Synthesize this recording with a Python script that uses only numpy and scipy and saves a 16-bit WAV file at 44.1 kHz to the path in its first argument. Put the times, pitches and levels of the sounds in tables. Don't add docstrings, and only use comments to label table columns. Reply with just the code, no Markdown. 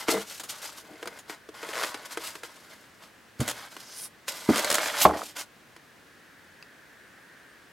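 import sys
import numpy as np
from scipy import signal
from scipy.fft import rfft, irfft, next_fast_len
from scipy.io import wavfile
from scipy.ndimage import map_coordinates

SR = 44100
rng = np.random.default_rng(int(sys.argv[2]) if len(sys.argv) > 2 else 0)


def digitize_waveform(pressure):
    field = np.atleast_2d(pressure).T
    bounded = np.clip(field, -1, 1)
    quanta = np.round(bounded * 32767).astype(np.int16)
    wavfile.write(sys.argv[1], SR, quanta)


N = 340452
RING = SR // 4
TOP_HZ = 16100

# pitch_hz, level_db, t60_s (time to fall by 60 dB)
BOX_MODES = [(200.7, -6.5, .3), (233, -5, 0.63), (301, 2, 0.41), (450, 5.5, 0.28), (653, -4.5, 0.26),
             (788, 9, 0.35), (1200, -2, 0.31)]
# pitch_hz, width_hz, level_db
WALL_MODES = [(581, 69, 0.5), (978, 117, -1), (1472, 91, 1.5), (2080, 180, -0.5), (3270, 400, -14)]
# frequency_hz, relative_level_db
SNAP_COLOUR = [(150, -6.5), (500, 0.5), (1300, 5.5), (2200, 3), (3500, -2.5), (7000, -8.5), (12000, -13),
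               (16000, -27.5)]

DRAG_ATTACK_S, DRAG_RELEASE_S = 0.025, 0.033


def amp(db):
    return 10 ** (np.asarray(db) / 20)


def unit(x):
    return x / np.sqrt(np.mean(x ** 2) + 1e-20)


def along(points, hz):
    point_hz, values = np.transpose(points)
    return np.interp(np.log(hz + 1), np.log(point_hz + 1), values)


def curve(rows):
    times, values = np.transpose(rows)
    return np.interp(np.arange(N) / SR, times, values)


def fade(t60):
    return np.exp(-np.log(1000) * np.arange(RING) / SR / t60)


def tone(hz, t60):
    t = np.arange(RING) / SR
    build_up = 1 - np.exp(-np.pi * hz * t)
    return np.sin(2 * np.pi * hz * t) * fade(t60) * build_up


def add(track, s, sound):
    part = track[max(round(s * SR), 0):][:len(sound)]
    part += sound[:len(part)]


def colour(x, spectrum):
    m = 2 * next_fast_len(len(x) // 2 + 4096)
    gain = unit(amp(along(spectrum, np.fft.rfftfreq(m, 1 / SR))))
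    cepstrum = irfft(np.log(gain))
    cepstrum[1:m // 2] *= 2
    cepstrum[m // 2 + 1:] = 0
    response = np.exp(rfft(cepstrum))
    return irfft(rfft(x, m) * response)[:len(x)]


def resonate(x, peaks):
    m = next_fast_len(len(x) + SR // 4)
    f = np.fft.rfftfreq(m, 1 / SR)
    response = 0
    for k, (centre, width, db) in enumerate(peaks):
        peak = 1j * f * width / (centre * centre - f * f + 1j * f * width)
        response = response + (-1) ** k * amp(db) * peak
    response = response / np.sqrt(np.mean(abs(response) ** 2))
    return irfft(rfft(x, m) * response, m)[:len(x)]


def highpass(x, hz):
    return signal.sosfilt(signal.butter(2, hz, "high", fs=SR, output="sos"), x)


def wobble(rate):
    knots = rng.standard_normal(int(N * rate / SR) + 4)
    return map_coordinates(knots, [np.arange(N) * rate / SR])


def beads(rate, scatter_db, clump_db):
    hits = rng.random(N) < rate / SR
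    size_db = scatter_db * rng.standard_normal(N) + clump_db * wobble(160)
    return unit(hits * rng.standard_normal(N) * amp(size_db))


def burst(t60, spectrum):
    puff = colour(rng.standard_normal(RING) * fade(t60), spectrum)
    return puff * np.linalg.norm(fade(t60)) / np.linalg.norm(puff) / 2


def pan(db):
    return amp(np.array([[.5], [-.5]]) * db)


def swell(peak, length):
    rise_share, edge_db, roundness = 0.37, 15, 1.19
    t = np.arange(N) / SR - peak
    away = np.maximum(-t / rise_share, t / (1 - rise_share)) / length
    return amp(-edge_db * np.minimum(away, 10) ** roundness)


def drag_gain(start, end, first_db, last_db):
    t = np.arange(N) / SR
    outside = np.maximum((start - t) / DRAG_ATTACK_S, (t - end) / DRAG_RELEASE_S)
    return amp(np.interp(t, [start, end], [first_db, last_db]) - 20 * np.clip(outside, 0, 10))


def fan():
    # frequency_hz, relative_level_db
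    fan_colour = [(15, -43), (30, -22), (102, -9.5), (270, -6.5), (796, -13), (1610, -11.5), (2910, -17),
                  (5000, -22), (16000, -31.5)]
    # time_s, level_db
    airy_levels = [(0, -61), (5.6, -67.5), (6.4, -59), (7.4, -56.5), (7.72, -61.5)]
    bed = unit(colour(rng.standard_normal(N), fan_colour))
    band = [(1675, 534, 0)]
    whir = unit(resonate(resonate(rng.standard_normal(N), band), band))
    return amp(-56.5) * bed + amp(curve(airy_levels)) * whir


def room(x):
    # frequency_hz, t60_s
    room_decay = [(100, 0.45), (350, 0.24), (8000, 0.1)]
    hz, t, z = signal.stft(rng.standard_normal(SR // 2), SR, nperseg=256)
    decay = np.exp(-np.log(1000) * t / along(room_decay, hz)[:, None])
    tail = signal.istft(z * decay, SR, nperseg=256)[1]
    tail = np.pad(tail, (round(.005 * SR), 0))
    return signal.fftconvolve(x, tail / np.linalg.norm(tail))[:N]


def echoes(x, above_hz, count=14):
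    out = np.zeros(N)
    for delay, sign in zip(rng.uniform(.001, .012, count), rng.choice([-1, 1], count)):
        add(out, delay, sign * x / np.sqrt(count))
    return highpass(out, above_hz)


def cavity(x):
    level_db, patterns_per_s = -5.5, 3
    place = np.arange(N) / SR * patterns_per_s
    shifting = np.zeros(N)
    for k in range(int(place[-1]) + 2):
        crossfade = np.sqrt(np.clip(1 - abs(place - k), 0, 1))
        shifting += crossfade * echoes(x, above_hz=840)
    return (x + amp(level_db) * shifting) / np.hypot(1, amp(level_db))


def squeak():
    # time_s, pitch_hz
    squeak_path = [(7.03, 9650), (7.15, 10050), (7.2, 10900), (7.28, 9450), (7.52, 8700)]
    level_db = -78
    hz = curve(squeak_path) * (1 + .003 * wobble(60))
    phase = 2 * np.pi * np.cumsum(hz) / SR
    wavering = unit(np.sin(phase) * amp(3 * wobble(25)))
    return drag_gain(squeak_path[0][0], squeak_path[-1][0], level_db, level_db) * wavering


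def tick():
    # start_s, level_db (of each of its three parts)
    click = (6.626, -37.5)
    out = np.zeros(N)
    add(out, click[0], amp(click[1]) * (tone(2630, 0.02) + tone(4740, 0.012) + burst(0.011, SNAP_COLOUR)))
    return out


def judder():
    # start_s, end_s, first_level_db, last_level_db (before scatter and trim), middle_pitch_hz
    knock_runs = [(0.1, 0.18, -18.5, -19, 780), (5.074, 5.226, -16.5, -26.5, 820),
                  (5.07, 5.16, -20, -27.5, 410)]
    out = np.zeros(N)
    for start, end, first_db, last_db, hz in knock_runs:
        for s in np.arange(start, end, .004):
            db = np.interp(s, [start, end], [first_db, last_db]) + rng.normal(0, 4.1) - 3.5
            knock = tone(hz * np.exp(rng.normal(0, 0.36)), 8 / hz)
            add(out, s + rng.uniform(0, .004), rng.choice([-1, 1]) * amp(db) * knock)
    return highpass(highpass(out, 130), 130)


def box_ring(hz, spread):
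    detune = np.exp(rng.normal(0, .05))
    out = 0
    for f, db, t60 in BOX_MODES:
        nearness = np.exp(-(np.log(f / hz) / spread) ** 2)
        out = out + amp(db + rng.normal(0, 1.5)) * nearness * tone(f * detune, t60)
    return out


def thuds():
    # start_s, level_db, pitch_hz, t60_s, ring_over_blow_db
    blows = [(3.397, -18.5, 120, 0.082, -27), (3.409, -23, 470, 0.038, -24.5),
             (3.4138, -16, 231, 0.057, -29), (4.4895, -2.5, 318, 0.03, -42), (4.4901, -15, 430, 0.043, -38),
             (4.504, -8.5, 274, 0.045, -48), (5.0517, -3, 1080, 0.026, -33),
             (5.0523, -2.5, 750, 0.041, -31), (5.0595, -8, 624, 0.052, -30), (5.053, -19.5, 189, 0.11, -22),
             (5.056, -32, 76.2, 0.25, -29), (5.061, -12, 334, 0.052, -24.5),
             (5.099, -16.5, 680, 0.027, -29)]
    out = np.zeros(N)
    for s, db, hz, t60, ring_db in blows:
        puff = burst(0.049, [(hz / 7, -38), (hz, 0), (hz * 1.24, -8), (hz * 4, -25), (hz * 16, -60)])
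        ring = box_ring(hz, spread=0.65)
        add(out, s, amp(db) * (tone(hz, t60) + amp(ring_db) * ring + amp(-3.0) * puff))
    return highpass(out, 55)


def ping():
    out = 0
    for f, width, db in WALL_MODES:
        out = out + amp(db + rng.normal(0, 1.5)) * tone(f * np.exp(rng.normal(0, 0.02)), 2 / width)
    return out


def taps():
    # start_s, snap_level_db, hollow_knock_level_db
    contacts = [(0.0836, -15, -17.5), (0.090, -14.5, -20), (.117, -26, -32), (1.0278, -26.5, -30.5),
                (1.057, -29, -34), (1.074, -23, -33), (1.297, -25.5, -34), (1.489, -35.5, -32),
                (1.630, -27.5, -30.5), (1.689, -28, -29.5), (1.835, -16.5, -29), (1.944, -21.5, -32.5),
                (2.173, -20, -25), (2.354, -27.5, -36.5), (2.434, -25.5, -34), (3.766, -28.5, -42),
                (4.281, -19.5, -46), (4.783, -13.5, -28), (5.764, -36.5, -50)]
    out = np.zeros(N)
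    for s, snap_db, knock_db in contacts:
        add(out, s, amp(snap_db) * (burst(0.036, SNAP_COLOUR) + amp(-23.0) * ping()))
        grip = np.exp(rng.normal(0, 0.048))
        knock = amp(-2) * tone(450 * grip, 0.055)
        knock -= amp(-7) * tone(315 * grip, 0.065)
        knock += amp(-9) * tone(640 * grip, 0.035)
        add(out, s, amp(knock_db) * knock)
    return out


def groans():
    # start_s, end_s, level_db, pitch_hz
    groan_list = [(0.131, 0.187, -31, 436), (0.157, 0.208, -39, 199), (4.65, 4.823, -38, 600)]
    jitter, rough_db, rough_rate = 0.0393, 2.5, 140
    out = np.zeros(N)
    for start, end, db, hz in groan_list:
        phase = 2 * np.pi * np.cumsum(hz * (1 + jitter * wobble(rough_rate))) / SR
        rough_tone = unit(np.sin(phase) * amp(rough_db * wobble(rough_rate)))
        out += drag_gain(start, end, db, db) * rough_tone
    return out


def creaks():
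    # start_s, end_s, slips_per_s, first_level_db, last_level_db (before scatter)
    creak_runs = [(1.737, 1.848, 118, -23.5, -19), (4.5595, 4.587, 100, -13.5, -14.5)]
    out = np.zeros(N)
    for start, end, rate, first_db, last_db in creak_runs:
        for s in np.arange(start, end, 1 / rate):
            db = np.interp(s, [start, end], [first_db, last_db]) + rng.normal(0, 0.69)
            release = burst(0.012, SNAP_COLOUR) + amp(-16) * ping() + amp(-11) * tone(490, .025)
            add(out, s + rng.normal(0, 0.00079), amp(db) * release)
    return out


def slips(count=3):
    # start_s, level_db (before the trims below), t60_s
    slip_list = [(.397, -27, 0.085), (.435, -30, 0.11), (1.188, -35.5, 0.086), (3.403, -22.5, 0.079),
                 (3.478, -16.5, 0.027), (3.487, -14.5, 0.01715), (3.495, -21.5, 0.073),
                 (3.512, -21, 0.0221), (4.593, -15, 0.03), (4.645, -13.5, 0.025), (4.702, -9, 0.017),
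                 (4.7139, -8.5, 0.015), (4.726, -10, 0.012), (4.743, -8.5, 0.025), (4.753, -8, 0.014)]
    # frequency_hz, relative_level_db
    slip_colour = [(200, -1), (600, 4), (1480, 2), (2100, 0.5), (2550, -2), (3200, 2), (6200, -4),
                   (6680, 4.5), (7400, -1.5), (9900, -1.5), (11700, -7), (15500, -12)]
    step_s = 0.0017
    out = np.zeros(N)
    for s, db, t60 in slip_list:
        for k in range(count):
            add(out, s + k * step_s, amp(db - 1.5 - 3.8 * k) * burst(t60, slip_colour))
        add(out, s + .0015, amp(db - 19.5) * ping())
    return out


def wrap():
    # start_s, peak_s, end_s, level_db (at the peak), centre_hz, width_hz
    glides = [(3.72, 4.045, 4.08, -47, 5300, 2400), (3.91, 4.05, 4.084, -39, 9750, 3300),
              (4.995, 5.034, 5.055, -25.5, 12300, 5000)]
    out = np.zeros(N)
    for start, peak, end, db, hz, width in glides:
        speed = np.interp(np.arange(N) / SR, [start, peak, end], [0, 1, 0])
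        band = [(hz, width, 0)]
        grains = beads(rate=6000, scatter_db=4.0, clump_db=1.5)
        out += amp(db) * speed * unit(resonate(resonate(grains, band), band))
    return out


def crinkles(scrape_db):
    creases_per_s, over_scrape_db, scatter_db = 140, 5.5, 5
    middle_hz, log_spread, cycles = 2920, .65, 8.1
    out = np.zeros(N)
    flips = (rng.random(N) < creases_per_s / SR) & (scrape_db > -55)
    for at in np.flatnonzero(flips):
        hz = min(middle_hz * np.exp(log_spread * rng.standard_normal()), TOP_HZ)
        db = scrape_db[at] + over_scrape_db + scatter_db * rng.standard_normal()
        add(out, at / SR, amp(db) * tone(hz, cycles / hz))
    return out


def handling():
    # start_s, end_s, first_level_db, last_level_db, hiss_over_scrape_db
    drags = [(.088, 0.227, -30, -43, -0.5), (0.495, .8, -43, -57, 0.5), (0.844, 1.177, -55.5, -50, -5),
             (1.548, 1.848, -46.5, -35, -6.5), (1.851, 2.317, -42, -52.5, -7.5),
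             (2.441, 3.05, -53, -68.5, 0.5), (3.41, 3.677, -39.5, -48, -1.5),
             (3.717, 4.057, -53, -52.5, 3.5), (4.299, 4.49, -42.5, -44, 1.5),
             (4.497, 5.047, -31, -33, -2.5), (5.084, 5.17, -48.5, -37.5, -8), (5.181, 5.301, -47, -52.5, 9),
             (5.388, 5.416, -39, -41, 5)]
    # peak_s, length_s, scrape_level_db, hiss_over_scrape_db
    scuffs = [(.003, 0.084, -36.5, -0.5), (0.112, 0.036, -35.5, 15), (0.31, 0.14, -44, 8.5),
              (0.5, 0.035, -46, 14.5), (0.643, 0.13, -45, 6.5), (0.783, 0.055, -48, 8.5),
              (1.306, 0.076, -38, -4), (1.823, 0.17, -38, 4.5), (2.06, 0.025, -45, 8.5),
              (2.121, 0.051, -41.5, 7), (2.249, 0.19, -41, 3.5), (2.448, 0.05, -43.5, 2.5),
              (2.708, 0.099, -47, -5), (3.03, 0.092, -51.5, -1), (4.286, 0.028, -38, 9.5),
              (4.575, 0.13, -26, -3), (5.013, 0.081, -32.5, 12.5), (5.367, 0.028, -36, 2.5)]
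    # peak_s, length_s, level_db
    flexes = [(0.14, 0.084, -35.5), (0.92, 0.26, -51), (1.062, 0.1, -46)]
    shudder_follow_db = -18
    waver_db, waver_rate = 1.2, 28
    strokes = [(drag_gain(*row), hiss_db) for *row, hiss_db in drags]
    strokes += [(amp(db) * swell(peak, length), hiss_db) for peak, length, db, hiss_db in scuffs]
    scrape = sum(gain ** 2 for gain, _ in strokes)
    hiss = sum((gain * amp(hiss_db)) ** 2 for gain, hiss_db in strokes)
    shudder = scrape * amp(shudder_follow_db) ** 2
    shudder = shudder + sum((amp(db) * swell(peak, length)) ** 2 for peak, length, db in flexes)
    return 10 * np.log10([scrape, hiss, shudder]) + waver_db * wobble(waver_rate)


def rubbing():
    # frequency_hz, relative_level_db
    scrape_colour = [(200, -35.5), (450, -11), (800, 0.5), (1500, 1), (1800, -3.5), (2100, -6),
                     (2500, -10.5), (3100, -7.5), (5000, -9), (12000, -64.5)]
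    hiss_colour = [(1000, -30), (2500, 0), (5000, 0.5), (7500, -1), (10500, -4.5), (13000, -5.5),
                   (16000, -19)]
    hollow_colour = [(30, -37), (70, -20), (130, -14), (220, -9), (320, -8.5), (450, -9.5), (600, -3),
                     (1200, -35.5)]
    scrape_db, hiss_db, shudder_db = handling()
    grit = colour(beads(rate=3500, scatter_db=0, clump_db=4.0), scrape_colour)
    wall_ring = resonate(beads(rate=1100, scatter_db=2.0, clump_db=1.5), WALL_MODES)
    scrape = unit(grit + wall_ring)
    hiss = unit(colour(beads(rate=12000, scatter_db=1.0, clump_db=2.3), hiss_colour))
    hollow = colour(beads(rate=1200, scatter_db=2.0, clump_db=2.0), hollow_colour)
    shell_modes = [(f, 11 / t60, db) for f, db, t60 in BOX_MODES]
    shudder = unit(unit(hollow) + amp(5.5) * unit(resonate(hollow, shell_modes)))
    out = amp(scrape_db - 1.0) * scrape
    out += amp(hiss_db - 2.0) * hiss
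    out += amp(shudder_db + 4.0) * shudder
    return out + crinkles(scrape_db)


def scene():
    # time_s, left_minus_right_db
    box_place = [(2.2, 0.9), (3.4, 0), (5.1, -0.7)]
    friction = cavity(rubbing() + wrap())
    small = highpass(taps() + slips() + creaks() + tick() + squeak(), 210)
    direct = friction + small + groans() + thuds() + judder()
    mid = direct + amp(-18) * room(direct)
    side = amp(-12.0) * echoes(highpass(direct, 2617), above_hz=2870)
    side += amp(-19.0) * echoes(direct, above_hz=60)
    side += amp(-29.5) * room(direct)
    box = np.array([mid + side, mid - side]) * pan(curve(box_place))
    fan_mid, fan_side = fan(), amp(-8.0) * fan()
    fan_noise = np.array([fan_mid + fan_side, fan_mid - fan_side]) * pan(0.5)
    return box + fan_noise


def record(dry):
    held = dry / (1 + dry ** 8) ** (1 / 8)
    m = next_fast_len(N + SR // 4)
    below_limit = np.fft.rfftfreq(m, 1 / SR) < TOP_HZ
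    return irfft(rfft(held, m) * below_limit, m)[:, :N]


dry = scene()
out = record(dry)
digitize_waveform(out)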